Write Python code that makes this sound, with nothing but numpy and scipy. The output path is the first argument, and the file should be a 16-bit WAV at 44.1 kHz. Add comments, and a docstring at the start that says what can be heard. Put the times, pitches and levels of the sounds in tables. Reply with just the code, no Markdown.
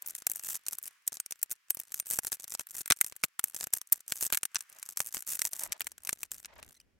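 """At a workbench, a plastic radio case is unscrewed and handled at high speed.
Screwdriver, screws and shell give a rapid run of dry clicks, each a tick at the tip, a hollow knock
and a thud through the bench. Between them tool and hands stick and slip in crackling scrapes.
A few pings and tiny squeaks stand out. Underneath, the case slides on its mat, the bench rumbles
and a sleeve brushes past, over a faint room hiss."""
import sys
import numpy as np
from scipy import signal
from scipy.fft import rfft, irfft
from scipy.io import wavfile
from scipy.ndimage import uniform_filter1d

SR = 44100
rng = np.random.default_rng(int(sys.argv[2]) if len(sys.argv) > 2 else 0)


def transcribe(signal):
    """Save signal, clipped to [-1, 1], as a 16-bit WAV file at the path in sys.argv[1]."""
    frames = np.atleast_2d(signal).T
    limited = np.clip(frames, -1, 1)
    pcm = np.round(limited * 32767).astype(np.int16)
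    wavfile.write(sys.argv[1], SR, pcm)


N = 308259

# strokes of tool and hands over the case: t/s, length/s, level/dB
SCRAPE_STROKES = [(0.055, 0.057, -44), (0.14, 0.066, -48), (0.295, 0.12, -44), (0.42, 0.15, -37),
                  (0.66, 0.094, -48), (0.81, 0.079, -47), (1.06, 0.027, -47), (1.12, 0.048, -47),
                  (1.345, 0.045, -53), (1.412, 0.027, -48), (1.495, 0.035, -42), (1.691, 0.027, -45),
                  (1.77, 0.11, -54), (1.92, 0.1, -48), (2.055, 0.14, -38), (2.225, 0.063, -42),
                  (2.312, 0.044, -40), (2.36, 0.13, -54), (2.492, 0.067, -44), (2.59, 0.033, -44),
                  (2.685, 0.072, -49), (2.745, 0.075, -39), (2.955, 0.18, -50), (3.229, 0.023, -34.5),
                  (3.42, 0.097, -51), (3.545, 0.095, -44), (3.722, 0.063, -41), (3.914, 0.069, -46),
                  (4.08, 0.14, -43), (4.205, 0.072, -34), (4.32, 0.07, -51), (4.54, 0.082, -51),
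                  (4.69, 0.12, -56), (4.82, 0.11, -50.5), (4.972, 0.057, -42), (5.03, 0.073, -47),
                  (5.115, 0.094, -42.5), (5.26, 0.11, -36), (5.39, 0.1, -39), (5.505, 0.17, -41.5),
                  (5.76, 0.092, -58), (5.852, 0.028, -46.5), (6.02, 0.13, -51.5), (6.18, 0.093, -56.5),
                  (6.31, 0.12, -50), (6.57, 0.16, -63.5)]


def clicks(touch_db=-25, rebound_db=-19, rebound_s=.0045):
    """Tool, screws and case collide: a light first touch, the blow, a weak rebound as the part drops."""
    # t/s, tick level over 5 ms/dB, knock re tick/dB, thud re tick/dB, treble tilt/(dB per octave)
    blows = [(0.0223, -37.5, -23, -31.5, 3.5), (0.075, -33.5, -25, -28, 29), (0.0849, -39.5, -32, -18, 26),
             (0.151, -34, -13.5, -25, 1.5), (0.2214, -45, -9, -8.5, -5), (0.2682, -21, -16, -22, 2.5),
             (0.2987, -31.5, -21, -22.5, 3), (0.3163, -28, -20, -22.5, 12.5), (0.3593, -33.5, -28, -52, 10),
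             (0.6654, -36, -11, -31, -3.5), (0.6836, -27.5, -16.5, -18, 2), (0.7237, -40, -14, -20, 8),
             (0.7315, -33, -15.5, -24.5, 0), (0.785, -34, -17, -29, 7), (0.8278, -38.5, -32, -49, 15),
             (0.878, -37.5, -14.5, -31, 3), (1.0776, -22.5, -25, -30.5, 1),
             (1.1216, -42.5, -9.5, -12.5, -5), (1.129, -39, -22, -17, -5.5), (1.1701, -41, -12, -15, -11),
             (1.201, -29.0, -15.5, -24.5, 2), (1.2616, -38.5, -16, -17, -4), (1.3092, -35.5, -16, -17, 2),
             (1.3223, -32.5, -11, -20, -7), (1.4298, -22.5, -22, -32.5, 10), (1.514, -32.5, -40, -24.5, 9),
             (1.5284, -40.5, -45, -20, 12), (1.7047, -21, -17, -21, 8), (1.7472, -34, -19, -29, 15),
             (1.771, -40.5, -13, -9, -2), (1.7997, -32, -17, -21, 5), (1.9206, -38.5, -13, -32, -1),
             (1.943, -29.5, -15, -25.5, 3), (1.9992, -27.5, -14, -30, 3), (2.102, -31, -19, -33, 5),
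             (2.1102, -27, -21, -21, 0), (2.1359, -30.0, -16, -19, 5), (2.1884, -24, -11.5, -12.5, 2.5),
             (2.2481, -34.5, -11.5, -14.5, 1), (2.2692, -30, -16, -19, 0), (2.2764, -40, -17, -15, -9),
             (2.3191, -30.5, -13.5, -12.5, 3), (2.3285, -32, -13, -15, -12), (2.3978, -45.5, -11, -12, -9),
             (2.4421, -38, -15, -15.5, -3), (2.5212, -36, -13, -15, -6),
             (2.5501, -32.5, -18.5, -11.5, -10.5), (2.595, -32, -8.5, -10.5, -2), (2.6091, -40, -6, -13, 2),
             (2.6699, -43.5, -11, -23, 11), (2.8089, -37.5, -16, -13.5, -4), (2.8591, -37, -8.5, -19, 5),
             (2.878, -36, -10, -28.5, 6), (2.903, -20.5, -3.5, -21, 5), (2.9089, -24, 2, -6.5, -9),
             (2.9217, -17.5, -4.5, -32.5, -4.5), (3.0121, -17, -13, -44.5, 10),
             (3.0452, -32.5, -14, -19.5, -1), (3.1235, -47, -2.5, 0, -14), (3.1642, -42, -14, -20, 7.5),
             (3.2372, -26, 2.5, -25.5, -5), (3.2418, -26.5, -5.5, -6, 8), (3.394, -27.0, -8, -33.5, 3.5),
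             (3.441, -20.5, -18.5, -22, 3.5), (3.5458, -35.5, -14.5, -16, 1), (3.5642, -35, -15, -19, -3),
             (3.6097, -33.0, -11, -12, -6), (3.6295, -38, -8, -14.5, -13), (3.641, -30.5, -15, -19.5, -6),
             (3.6704, -37, -10.5, -11, 3), (3.7366, -19.5, -18, -23.5, 3.5), (3.7726, -34.0, -24, -25, 9),
             (3.8148, -37.5, -12.5, -19.5, 2), (3.8729, -51.5, -32, -40, 1),
             (3.9243, -15.5, -27.5, -36.5, 11), (3.9297, -19, -24.5, -34.5, 6), (4.0063, -47, -14, -24, -2),
             (4.0801, -37, -19, -34, 0), (4.1218, -26, -5, -15.5, -4), (4.226, -27.5, -17.5, -14, -6),
             (4.2653, -29, -30, -21, -2), (4.3019, -41.5, -4.5, -10, -3), (4.325, -23, -8, -13, 13),
             (4.3313, -28, -10, -13, -12), (4.3369, -31.5, -3, -15, 7), (4.347, -28, -5, -28, 4),
             (4.352, -32, -12, -28, 5), (4.3731, -24, -8.5, -28.5, 3), (4.4323, -27.5, -8, -20, -0.5),
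             (4.4538, -29, -11, -19, -1), (4.5464, -35, -6.5, -19.5, -2), (4.557, -28.5, -4, -31, -13),
             (4.5656, -31, -5, -22, -17), (4.6073, -36.5, -12, -50, -3.5), (4.8281, -36, -11, -22.5, 0.5),
             (4.8894, -37, -16, -20.5, -2), (4.9728, -27, -13, -28, 3), (5.0036, -24.5, -9.5, -12, -4),
             (5.0711, -36, -19.5, -30, 6), (5.146, -30.5, -12.5, -16, -1), (5.169, -35.5, -6.5, -9.5, -12),
             (5.2236, -39.5, -12.5, -27, 6), (5.3929, -29, -14, -19.5, -1.5), (5.418, -24.5, -7.5, -17, -5),
             (5.4522, -25, -14.5, -18, -2), (5.5326, -31.5, -28, -26, -1.5), (5.636, -29.5, -24, -24.5, 1),
             (5.7218, -29, -7.5, -28, -9.5), (5.7277, -32.5, -8, -23, -8), (5.8069, -30.0, -4, -15.5, 16),
             (5.8174, -35, -3, -13, -7), (5.869, -33, -4.5, -17.5, 2), (5.9178, -45, -14.5, -18, -0.5),
             (5.9803, -48, -6.5, -10.5, 0), (6.0727, -34, -8, -19, -2), (6.0922, -27.5, -3, -17, -3),
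             (6.1293, -28.5, -15.5, -11.5, 0), (6.2319, -32, -6.5, -21, 4.5), (6.317, -32, -14.5, -22, 3.5),
             (6.4475, -44, -2.5, -18, -14), (6.457, -42, -5, -21, -7), (6.6281, -47, -1, -3.5, -7.5)]
    out = np.zeros((2, N))
    for start, db, knock_db, thud_db, tilt_db in blows:
        blow = amp(db) * contact(knock_db, thud_db, tilt_db, ring_db=-11.5)
        rebound = amp(db + rebound_db) * contact(knock_db, thud_db, tilt_db, ring_db=-8.5)
        add(out, start, blow)
        add(out, start - rng.uniform(.0015, .0041), amp(touch_db) * blow)
        add(out, start + rebound_s * rng.uniform(.65, 1.1), rebound)
    return out


def contact(knock_db, thud_db, tilt_db, ring_db, detune=.006):
    """One hit in three layers: a tick at the tip, a knock of the hollow shell, a thud in the bench."""
    # tone of the bright tick, the midrange knock and the low thud: f/Hz, level/dB
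    tick_eq = [(1500, -60.5), (3300, -13.5), (4700, -5), (6000, 3.5), (7500, 1.5), (9100, 3), (10300, 1),
               (12500, 8), (14500, -0.5), (16000, -6.5), (17000, -25)]
    knock_eq = [(400, -41.5), (850, -10), (1300, -3), (1600, 0), (2000, -1.5), (2600, -0.5), (3200, -3),
                (4500, -6.5), (8000, -31)]
    thud_eq = [(15, -2), (50, -2), (130, 1), (300, -0.5), (550, -0.5), (850, -0.5), (1500, -9.5),
               (4000, -48)]
    # resonant peaks and dips of the tip: f/Hz, width/Hz, level/dB
    tip_modes = [(7520, 300, 5.5), (8100, 560, 4), (9190, 360, 5), (12430, 1400, -4.5), (13500, 300, -1)]
    # each spot detunes the tip a little and favours one extra resonance in tip and shell
    tip = [(hz * (1 + detune * rng.standard_normal()), width, db) for hz, width, db in tip_modes]
    tip.append((rng.uniform(6600, 13500), 900, 4))
    panel = [(rng.uniform(1250, 2700), 260, 5)]
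    tick = impact(tick_eq, tip, snap=(-7, .0004), ring=(ring_db, .0022), likeness=.72, tilt_db=tilt_db)
    knock = impact(knock_eq, panel, snap=(-9.5, .00099), ring=(-7.5, .0021), likeness=.45)
    thud = impact(thud_eq, [], snap=(-2, .00028), ring=(-19, .0026), likeness=.048)
    tick_pan, thud_pan = amp([[.5], [-.5]]), amp([[1.5], [-1.8]])
    return tick * tick_pan + amp(knock_db) * knock + amp(thud_db) * thud * thud_pan


def impact(eq, modes, snap, ring, likeness, tilt_db=0, room=(-46, .0088), size=1024):
    """An impulse with a noisy snap, a ring of crowded modes and a room tail, each (level/dB, decay/s)."""
    t = np.arange(size) / SR
    hz = abs(np.fft.fftfreq(2 * size, 1 / SR))
    power = sum((amp(db) * np.exp(-t / decay_s)) ** 2 for db, decay_s in [snap, ring, room])
    drive = stereo_noise(size, likeness) * np.sqrt(power) + (t == 0)
    modes_db = sum(db / (1 + (2 * (hz - centre) / width) ** 2) for centre, width, db in modes)
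    treble_db = tilt_db * np.log2(np.maximum(hz, SR / 10) / SR)  # flat below 4.4 kHz
    gain = eq_gain(eq, hz) * amp(modes_db + treble_db)
    response = np.exp(np.conj(signal.hilbert(np.log(gain))))  # minimum phase keeps the attack sharp
    sound = irfft(rfft(drive, 2 * size) * response[:size + 1])[:, :size]
    polarity = rng.choice([-1, 1])
    power_over_5ms = np.sum(sound ** 2) / 2 / (.005 * SR)
    return polarity * sound / np.sqrt(power_over_5ms)


def scrapes(boost_db=1, firm_db=-40, firm_slips_per_s=200, rub_db=-11):
    """Stick and slip: separate ticks under a light touch, a dense rasp and fine rub under a hard one."""
    # tone of the fine, high rub: f/Hz, level/dB
    rub_eq = [(180, -54), (300, -24), (1300, -14), (1560, -14.5), (2030, -29.5), (2700, -3), (3890, -16.5),
              (4590, -16), (6000, -13.5), (7080, -5.5), (8090, 6.5), (9240, -2.5), (10200, -13),
              (12500, 8.5), (16000, -3.5)]
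    effort = amp(boost_db) * gestures(SCRAPE_STROKES, attack_s=.006, release_s=.01, start_db=-4, end_db=-3)
    firmness = effort / amp(firm_db)
    per_s = np.clip(firm_slips_per_s * firmness ** .77, 30, 600)
    rasp = slips(effort, per_s, spread_db=4, knock_db=-17, thud_db=-25, tilt_db=1)
    rub = noise_bed(amp(firm_db + rub_db) * firmness ** 1.86, rub_eq, likeness=.7)
    return rasp + rub * judder(depth_db=3.5, samples=200)


def slips(effort, per_s, spread_db, knock_db, thud_db, tilt_db, vary_db=3.5, spots=12, most=4000):
    """Little catches, uneven in spacing and size, each on one of a few spots of the case."""
    gaps = rng.gamma(2, .5, most)
    sizes = unit_rms(amp(spread_db * rng.standard_normal(most)))
    spot_of_slip = rng.integers(0, spots, most)
    onsets = np.searchsorted(np.cumsum(per_s) / SR, np.cumsum(gaps))
    out = np.zeros((2, N))
    for spot, (hollow_db, sharp_db) in enumerate(rng.standard_normal((spots, 2)) * vary_db):
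        # more ring makes a slip blunter than a blow
        grain = contact(knock_db + hollow_db, thud_db + hollow_db, tilt_db + sharp_db, ring_db=-8)
        grain = grain / np.linalg.norm(grain[0])
        here = (spot_of_slip == spot) & (onsets < N)
        for i, size in zip(onsets[here], sizes[here]):
            add(out, i / SR, size * effort[i] * np.sqrt(SR / per_s[i]) * grain)
    return out


def fingers(level_db=-64, ticks_per_s=55):
    """Fingers tick faintly on the plastic, from just before each stroke to just after it."""
    strokes = gestures(SCRAPE_STROKES, attack_s=.006, release_s=.01, start_db=0, end_db=0)
    touching = (strokes > amp(level_db)).astype(float)
    effort = amp(level_db) * np.sqrt(abs(uniform_filter1d(touching, size=4000)))
    return slips(effort, np.full(N, ticks_per_s), spread_db=.5, knock_db=-7, thud_db=-13.5, tilt_db=-1.5)


def pings():
    """Some blows set one part ringing briefly at one pitch: a shell panel low, a screw high."""
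    # ringing parts: t/s, f/Hz, level/dB, time to fall 60 dB/s
    rings = [(0.2685, 760, -37.5, .018), (1.2011, 8520, -46, .06), (1.707, 8310, -38, 0.07),
             (1.7053, 11200, -40, 0.07), (1.998, 8796, -38, 0.08), (2.922, 8600, -38.5, 0.05),
             (3.0141, 2100, -21.5, 0.015), (3.2373, 1510, -19.5, 0.0079), (3.3934, 1340, -26.5, 0.016),
             (3.7359, 8554, -46.5, 0.1), (4.4319, 9600, -43, 0.042), (4.5568, 5890, -20, 0.027)]
    out = np.zeros((2, N))
    t = np.arange(SR // 8) / SR
    for start, hz, db, t60 in rings:
        add(out, start, amp(db - 60 * t / t60)[None] * np.sin(2 * np.pi * hz * t))
    return out


def squeaks(roughness=.53, waver=.13, harmonics=5):
    """Tiny rough chirps that slide down unsteadily, their harmonics strongest near 5 kHz."""
    # t/s, length/s, first f/Hz, last f/Hz, level/dB
    chirps = [(6.747, 0.008, 2270, 1630, -62.5), (6.761, 0.021, 2120, 1970, -64.5),
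              (6.8, 0.0047, 2480, 2430, -53), (6.807, 0.012, 3280, 2730, -64.5)]
    eq = [(2000, -7), (5000, 3), (7500, -2.5), (10000, -4.5), (13000, -26)]  # f/Hz, level/dB
    out = np.zeros((2, N))
    for start, length, first_hz, last_hz, db in chirps:
        size = round(length * SR)
        wobble = 1 + waver * uniform_filter1d(rng.standard_normal(size), size=24)
        hz = np.linspace(first_hz, last_hz, size) * wobble
        phase = 2 * np.pi * np.cumsum(hz) / SR
        tone = sum(eq_gain(eq, k * hz) * np.cos(k * phase) for k in range(1, harmonics + 1))
        chirp = unit_rms(tone) + roughness * stereo_noise(size, likeness=.27)
        add(out, start, amp(db) * unit_rms(chirp * signal.windows.tukey(size, .7)))
    return out


def sliding_case():
    """The shell judders over the bench mat with a hollow rub."""
    # pushes across the mat: t/s, length/s, level/dB
    slides = [(0.0, 0.079, -68), (4.68, .14, -66), (5.52, .28, -60), (6.02, 0.071, -63),
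              (6.47, 0.19, -62.5)]
    # tone of the hollow rub: f/Hz, level/dB
    slide_eq = [(40, -29), (480, -9), (640, 2), (750, -3), (900, 1.5), (1300, -5), (1900, -3), (3000, -10),
                (6000, -17), (16000, -48)]
    effort = gestures(slides, attack_s=.014, release_s=.065, start_db=-4, end_db=-10)
    return noise_bed(effort, slide_eq, likeness=.25) * judder(depth_db=6, samples=700)


def bench_rumble():
    """The bench rumbles unevenly as the case is shifted and pulled apart."""
    # shifts of the case: t/s, length/s, level/dB
    heaves = [(5.64, 0.077, -64), (5.8, 0.48, -75.5), (6.3, .69, -73)]
    # low-end body of the bench: f/Hz, level/dB
    bench_eq = [(15, -5), (35, -10), (65, 4.5), (120, -9), (250, -8), (500, -14.5), (1500, -31.5),
                (6000, -72)]
    effort = gestures(heaves, attack_s=.016, release_s=.032, start_db=-.5, end_db=-.5)
    return noise_bed(effort, bench_eq, likeness=.29) * judder(depth_db=4.5, samples=2400)


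def sleeve():
    """A sleeve brushes past in soft swishes."""
    # passes of the arm: t/s, length/s, level/dB
    swishes = [(.8, 0.2, -68.5), (4.47, 0.43, -65.5)]
    # tone of the cloth: f/Hz, level/dB
    cloth_eq = [(600, -27.5), (1100, 3.5), (1900, 6), (3000, -1), (4200, -10), (6000, -3.5), (16000, -14)]
    effort = gestures(swishes, attack_s=.05, release_s=.06, start_db=-3, end_db=-3)
    return noise_bed(effort, cloth_eq, likeness=.45)


def room_hiss():
    """Faint, wide room tone that slowly sinks away."""
    # fade of the hiss: t/s, level/dB
    fade = [(0, -68), (1.6, -73), (4.0, -74), (5.4, -74), (5.95, -75), (7, -82)]
    # tone of the hiss: f/Hz, level/dB
    hiss_eq = [(30, -22), (700, -22), (1100, -5), (1800, 0), (2800, -3), (3800, -10), (5200, -8),
               (8000, -13), (16000, -18)]
    level_db = np.interp(np.arange(N) / SR, *np.transpose(fade))
    return noise_bed(amp(level_db), hiss_eq, likeness=.15)


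def gestures(moves, attack_s, release_s, start_db, end_db, peak_share=.65):
    """Envelope from rows of t/s, length/s, level/dB: each move catches, swells and lets go."""
    out = np.zeros((1, N))
    for start, length, db in moves:
        t = np.arange(0, length + release_s / 2, 1 / SR)
        swell_db = np.interp(t / length, [0, peak_share, 1], [start_db, 0, end_db])
        gate = np.clip(t / attack_s, 0, 1) * np.clip((length - t) / release_s + .5, 0, 1)
        add(out, start, (gate * amp(db + swell_db))[None])
    return out[0]


def judder(depth_db, samples):
    """A random gain that swells and sinks within about this many samples."""
    drift = uniform_filter1d(rng.standard_normal(N), size=samples)
    drift = unit_rms(uniform_filter1d(drift, size=samples // 2))
    return amp(depth_db * np.clip(drift, -2, 2))


def noise_bed(envelope, eq, likeness):
    """Equalised stereo noise that rides an envelope."""
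    spectrum = rfft(stereo_noise(N, likeness)) * eq_gain(eq, np.fft.rfftfreq(N, 1 / SR))
    return envelope * unit_rms(irfft(spectrum, N))


def stereo_noise(size, likeness):
    """White noise, from fully wide (likeness 0) to mono (1)."""
    shared, own = rng.standard_normal(size), rng.standard_normal((2, size))
    return np.sqrt(likeness) * shared + np.sqrt(1 - likeness) * own


def eq_gain(eq, hz):
    """Gain at each frequency from rows of f/Hz, level/dB."""
    f, db = np.transpose(eq)
    return amp(np.interp(np.log(hz + 1), np.log(f), db))


def add(mix, start_s, sound):
    part = mix[:, max(round(start_s * SR), 0):][:, :sound.shape[1]]
    part += sound[:, :part.shape[1]]


def amp(db):
    return 10 ** (np.asarray(db) / 20)


def unit_rms(x):
    return x / np.sqrt(np.mean(x ** 2) + 1e-20)


def scene():
    """Clicks and scrapes up front, over the sliding case, the bench, the sleeve and the room."""
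    room = room_hiss()
    handling = clicks() + scrapes() + fingers() + pings() + squeaks()
    return handling + sliding_case() + bench_rumble() + sleeve() + room


def record(dry, ceiling=.9, cutoff_hz=16600):
    """Clip any peak at the ceiling and cut the extreme top end."""
    lowpass = signal.firwin(301, cutoff_hz, window=("kaiser", 9), fs=SR)
    return signal.oaconvolve(np.clip(dry, -ceiling, ceiling), lowpass[None], "same")


dry = scene()
out = record(dry)
transcribe(out)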